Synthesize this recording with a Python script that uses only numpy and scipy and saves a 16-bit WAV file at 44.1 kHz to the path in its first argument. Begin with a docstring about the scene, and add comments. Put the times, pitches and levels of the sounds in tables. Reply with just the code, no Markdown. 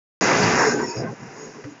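"""A tissue converting machine in a workshop, heard through a small narrow-band microphone. At 0.21 s its roar
starts abruptly: rumble, frame drone, dense clatter and the hiss of running paper, all coloured by fixed
resonances, with whining gears and whistling bearings. Half a second later the roar sinks. Brief narrow bands of
noise, low to high, swell and fade with a watery sound, and the mechanism knocks as packs go down the belt."""
import sys
import numpy as np
from scipy import signal
from scipy.fft import rfft, irfft
from scipy.io import wavfile
from scipy.ndimage import uniform_filter1d

SR = 44100
rng = np.random.default_rng(int(sys.argv[2]) if len(sys.argv) > 2 else 0)


def bounce(signal):
    """Save signal as a 16-bit WAV file at the path given by the first command-line argument."""
    frames = np.transpose(np.atleast_2d(signal))
    limited = np.clip(frames, -1, 1)
    pcm = np.round(limited * 32767).astype(np.int16)
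    wavfile.write(sys.argv[1], SR, pcm)


N = 79380
T = np.arange(N) / SR
HZ = np.maximum(np.arange(N // 2 + 1) * SR / N, 1)

# envelope of clatter and gears: (time [s], level [dB])
MID_LEVEL = [(.21, -22.5), (.26, -20.5), (.315, -18), (.4, -23), (.45, -21), (.53, -21.5), (.635, -20),
             (.72, -27.5), (.77, -37.5), (.815, -34), (.87, -40.5), (.99, -41.5), (1.075, -41), (1.14, -48),
             (1.24, -44), (1.41, -45), (1.52, -49), (1.56, -47), (1.62, -49.5), (1.71, -51.5), (1.8, -52.5)]
# envelope of paper hiss and bearings: (time [s], level [dB])
TREBLE_LEVEL = [(.21, -26.5), (.25, -28), (.31, -31), (.44, -29), (.53, -31), (.6, -29.5), (.7, -31),
                (.77, -42.5), (.83, -44.5), (.9, -45), (.99, -49), (1.045, -57.5), (1.12, -53),
                (1.17, -57.5), (1.23, -53), (1.3, -53.5), (1.41, -49.5), (1.52, -52), (1.6, -55),
                (1.7, -56.5), (1.8, -64)]


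def from_db(db):
    """Decibels to gain."""
    return 10 ** (np.asarray(db) / 20)


def unit_rms(x):
    """Scale to rms 1."""
    return x / np.sqrt(np.mean(x ** 2) + 1e-20)


def envelope(points):
    """Gain over time from (time [s], level [dB]) points."""
    return from_db(np.interp(T, *np.transpose(points)))


def steady(x, window_s=0.028):
    """Even out slow random swings to rms 1."""
    return x / np.sqrt(uniform_filter1d(x ** 2, int(window_s * SR)) + 1e-20)


def noise_around(centre_hz, half_width_hz):
    """Noise around one frequency, rms 1; centred on 0 Hz, a slow drift."""
    gain = 1 / (1 + ((HZ - centre_hz) / half_width_hz) ** 2)
    return unit_rms(irfft(rfft(rng.standard_normal(N)) * gain, N))


def through_machine(drive, colour):
    """Shape an excitation by a broad colour and the machine's resonances; rms 1."""
    # modes of frame, rollers and guards: (frequency [Hz], width [Hz], lift [dB])
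    resonances = [(146, 20, 4), (199, 18, 4), (432, 50, 2), (786, 25, 4), (955, 45, 5), (1163, 25, 5),
                  (1535, 50, 4), (1690, 25, 4), (2046, 35, 3), (2490, 70, 4), (2790, 60, 4), (3910, 55, 7),
                  (4670, 60, 5), (4925, 55, 7), (5320, 50, 3), (5720, 50, 3), (6150, 60, 4), (6675, 65, 9),
                  (7040, 40, 5)]
    hz, db = np.transpose(colour)
    gain_db = np.interp(np.log(HZ), np.log(hz), db, right=-120)
    for centre_hz, width_hz, lift_db in resonances:
        gain_db += lift_db / (1 + (2 * (HZ - centre_hz) / width_hz) ** 2)
    return steady(unit_rms(irfft(rfft(drive) * from_db(gain_db), N)))


def rattle(contacts_per_s=2500, spread_db=3, contact_share=0.62):
    """Dense small contacts of uneven size over smooth friction noise."""
    sizes = from_db(spread_db * np.minimum(rng.exponential(1, N), 4))
    signs = rng.choice([-1, 1], N)
    contacts = unit_rms(sizes * signs * (rng.random(N) < contacts_per_s / SR))
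    return np.sqrt(contact_share) * contacts + np.sqrt(1 - contact_share) * rng.standard_normal(N)


def workshop(level_db=-53.5):
    """Even background noise, coloured by the machine's resonances."""
    # spectrum: (frequency [Hz], relative density [dB])
    colour = [(25, -8), (70, -3.5), (130, 15.5), (500, -4.5), (2000, -2), (2800, 1), (3200, -6),
              (4300, -11.5), (7000, -17.5), (7600, -43)]
    return from_db(level_db) * through_machine(rng.standard_normal(N), colour)


def friction_tone(hz, waver_hz, flutter_depth=0.55):
    """Friction-driven tone, wavering in pitch and strength; rms 1."""
    rate_hz = 1.8 * waver_hz
    phase = 2 * np.pi * np.cumsum(hz + waver_hz * noise_around(0, rate_hz)) / SR
    strength = 1 + flutter_depth * noise_around(0, rate_hz)
    return unit_rms(strength * np.sin(phase))


def whine():
    """Gears whine and bearings whistle around fixed pitches, following the roar's level."""
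    # gear tones: (frequency [Hz], level re MID_LEVEL [dB])
    gear_tones = [(147, -20.5), (200, -19), (424, -26), (786, -24.5), (951, -22.5), (1000, -15),
                  (1163, -33.5), (1418, -22), (1531, -23), (1690, -31.5), (1739, -25.5), (2045, -27.5)]
    # bearing tones: (frequency [Hz], level re TREBLE_LEVEL [dB])
    bearing_tones = [(4915, -16), (6681, -13), (7043, -19.5)]
    gears = sum(from_db(db) * friction_tone(hz, waver_hz=5.3) for hz, db in gear_tones)
    bearings = sum(from_db(db) * friction_tone(hz, waver_hz=12) for hz, db in bearing_tones)
    return envelope(MID_LEVEL) * gears + envelope(TREBLE_LEVEL) * bearings


def narrow_band(hz, spread_hz, clean_spread_hz=45):
    """A line in a band of noise, the broader the noisier; rms 1."""
    noise = noise_around(hz, spread_hz)
    line = unit_rms(np.sin(2 * np.pi * (hz * T + rng.random())))
    line_share = np.exp(-spread_hz / clean_spread_hz)
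    return steady(np.sqrt(line_share) * line + np.sqrt(1 - line_share) * noise)


def swells():
    """Brief narrow bands of noise, low to high, swell and fade with a watery sound."""
    # (peak time [s], length [s], frequency [Hz], spread [Hz], peak level [dB])
    swell_rows = [(0.243, 0.046, 6680, 25, -31.5), (0.307, 0.053, 533, 20, -23),
                  (0.435, .018, 4600, 104, -26), (.441, 0.093, 950, 12, -31),
                  (.596, 0.044, 5520, 160, -30.5), (0.619, 0.14, 1660, 260, -23.5),
                  (.625, 0.072, 1003, 130, -23.5), (.684, 0.031, 426.6, 15, -18.5),
                  (.683, 0.15, 5310, 76, -36), (0.714, 0.039, 4150, 200, -46),
                  (.72, 0.077, 6100, 140, -41.5), (0.686, .2, 6710, 83, -34),
                  (0.716, 0.061, 233.7, 12, -25.5), (.738, 0.029, 415, 40, -22),
                  (0.817, .056, 398, 40, -28.5), (0.721, 0.07, 1576, 51, -27.5),
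                  (0.776, 0.065, 296.3, 18, -29), (.756, .09, 815, 35, -33), (0.791, .115, 1545, 25, -34),
                  (.82, .12, 6900, 86, -42), (.823, 0.075, 926, 42, -30), (.825, .06, 1057, 39, -36),
                  (0.838, .16, 245, 22, -35), (.846, 0.043, 1920, 25, -35.5), (0.86, 0.099, 5447, 31, -38),
                  (.905, 0.068, 7068, 53, -46), (0.911, 0.054, 4680, 28, -44),
                  (0.899, 0.078, 6665, 33, -39), (0.917, 0.08, 939, 46, -35),
                  (0.904, 0.072, 5230, 110, -40), (0.927, 0.14, 2534, 45, -46),
                  (.905, .05, 370.5, 31, -33.5), (0.953, 0.055, 430.6, 30, -35),
                  (0.964, 0.14, 6650, 50, -44), (0.973, 0.15, 5390, 190, -42.5),
                  (0.992, 0.057, 4925, 22, -39.5), (.997, .074, 121, 12.4, -32.5),
                  (1.027, 0.16, 662, 145, -36), (1.06, 0.075, 1560, 44, -39.5),
                  (1.08, 0.059, 1062, 41, -39.5), (1.098, 0.046, 840, 40, -39),
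                  (1.224, 0.055, 6720, 49, -55), (1.429, 0.19, 436, 21, -42), (1.433, 0.13, 6680, 31, -46),
                  (1.39, .089, 954, 94, -47.5), (1.561, 0.051, 1060, 31, -50), (1.567, 0.069, 262, 43, -47),
                  (1.592, .055, 417, 25, -39.5), (1.657, 0.053, 518.5, 12, -46),
                  (1.68, 0.054, 294.6, 6.4, -35), (1.724, 0.034, 295, 9, -40), (1.71, 0.06, 6710, 28, -57)]
    out = np.zeros(N)
    for peak_s, length_s, hz, spread_hz, db in swell_rows:
        position = np.clip((T - peak_s) / length_s, -.5, .5)
        arch = np.abs(np.cos(np.pi * position)) ** 0.8  # slightly flattened top
        out += from_db(db) * arch * narrow_band(hz, spread_hz)
    return out


def blow(age_s, rise_s, hold_s, t60_s):
    """Impact envelope: linear attack, hold, exponential tail."""
    decay = np.exp(-np.log(1000) * np.maximum(age_s - hold_s, 0) / t60_s)
    return np.clip(age_s / rise_s, 0, 1) * decay


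def knocks():
    """The mechanism knocks: a crack at first contact, a short clack, a slower thump of the frame."""
    # impacts: (time [s], thump level [dB], clack level [dB])
    impacts = [(0.426, -44.5, -23), (.526, -26.5, -34.5), (.583, -48.5, -27), (0.797, -46, -34.5),
               (0.966, -28, -44.5), (1.036, -39, -51), (1.204, -47, -55), (1.262, -45, -50.5),
               (1.474, -43, -49), (1.639, -34, -41.5)]
    # spectra: (frequency [Hz], relative density [dB])
    thump_colour = [(20, -8.5), (45, -10.5), (72, -21), (98, -30), (122, 12), (170, -13.5), (400, -3.5),
                    (520, -7), (750, -28), (1500, -55.5)]
    clack_colour = [(300, -16.5), (550, -7.5), (1000, -11.5), (1450, -2.5), (2000, -0.5), (2400, -12),
                    (2900, -15.5), (3600, -25), (4700, -14.5), (7000, -23), (7600, -52)]
    thump_noise = through_machine(rng.standard_normal(N), thump_colour)
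    clack_noise = through_machine(rattle(), clack_colour)
    out = np.zeros(N)
    for start_s, thump_db, clack_db in impacts:
        age_s = T - start_s
        crack = from_db(-3.5) * blow(age_s, rise_s=0.00079, hold_s=0, t60_s=0.014)
        clack = blow(age_s, rise_s=0.00079, hold_s=0.0044, t60_s=0.088)
        thump = blow(age_s, rise_s=0.015, hold_s=0.017, t60_s=0.069)
        out += from_db(clack_db) * clack_noise * (crack + clack)
        out += from_db(thump_db) * thump_noise * thump
    return out


def roar():
    """Rumble, frame drone, clatter and paper hiss, with a broad rush at first."""
    # envelopes: (time [s], level [dB])
    rumble_level = [(.21, -26.5), (.3, -31), (.38, -28), (.44, -21), (.54, -28.5), (.64, -37.5), (.72, -33),
                    (.78, -37), (.885, -37.5), (.915, -56.5), (.95, -62), (.975, -36), (1.05, -30.5),
                    (1.132, -35.5), (1.15, -64), (1.19, -47), (1.235, -36), (1.31, -53.5), (1.4, -52),
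                    (1.48, -44), (1.52, -59), (1.59, -50), (1.66, -52), (1.72, -52), (1.8, -73)]
    drone_level = [(.21, -21.5), (.26, -24.5), (.4, -23), (.52, -24.5), (.68, -22), (.712, -35),
                   (.74, -24.5), (.81, -27.5), (.88, -32.5), (.92, -45), (.95, -41), (.975, -31),
                   (1.05, -30), (1.09, -39.5), (1.138, -35), (1.15, -52), (1.19, -50.5), (1.24, -44.5),
                   (1.32, -45), (1.49, -41), (1.525, -50.5), (1.59, -44.5), (1.625, -52), (1.66, -47.5),
                   (1.74, -51.5), (1.8, -59)]
    rush_level = [(.21, -33), (.29, -31.5), (.44, -30), (.53, -32), (.59, -45), (.65, -65), (.71, -57),
                  (.77, -46), (1.0, -69)]
    # spectra: (frequency [Hz], relative density [dB])
    rumble_colour = [(20, -23.5), (68, -23), (92, -15.5), (118, 1), (150, 0.5), (235, -1), (290, -15.5),
                     (450, -56.5)]
    drone_colour = [(150, -66), (225, -5.5), (265, -1.5), (420, 1), (520, -3.5), (600, -14), (720, -12),
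                    (1100, -61)]
    clatter_colour = [(380, -37.5), (540, 1.5), (640, 3), (950, 1.5), (1300, 0.5), (1600, 0), (2030, 0.5),
                      (2220, -5), (2750, -9), (3000, -24), (3600, -22.5), (4300, -32), (6000, -49.5)]
    hiss_colour = [(2800, -33), (3600, -14.5), (4300, -8.5), (4650, -6.5), (5250, 2.5), (6000, 1),
                   (6400, 0), (6750, -3), (7150, -3.5), (7430, -15.5), (7650, -45)]
    rush_colour = [(1800, -19), (2400, 2), (2900, -1.5), (3300, -5.5), (4200, -9), (4600, -2.5),
                   (5200, -3.5), (7300, -23.5), (7700, -42.5)]
    rumble = envelope(rumble_level) * through_machine(rng.standard_normal(N), rumble_colour)
    drone = envelope(drone_level) * through_machine(rng.standard_normal(N), drone_colour)
    clatter = envelope(MID_LEVEL) * through_machine(rattle(), clatter_colour)
    hiss = envelope(TREBLE_LEVEL) * through_machine(rattle(), hiss_colour)
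    rush = envelope(rush_level) * through_machine(rattle(), rush_colour)
    return rumble + drone + clatter + hiss + rush


def scene():
    """Workshop and machine cut in together; mono."""
    start_s = 0.210
    mix = workshop() + roar() + knocks() + whine() + swells()
    return (mix * (T >= start_s))[None]


def record(dry):
    """Small microphone: slightly rounded peaks, steep low-pass."""
    cutoff_hz = 7800
    lowpass = signal.ellip(10, .1, 75, cutoff_hz, fs=SR, output="sos")
    return signal.sosfilt(lowpass, np.tanh(dry))


dry = scene()
out = record(dry)
bounce(out)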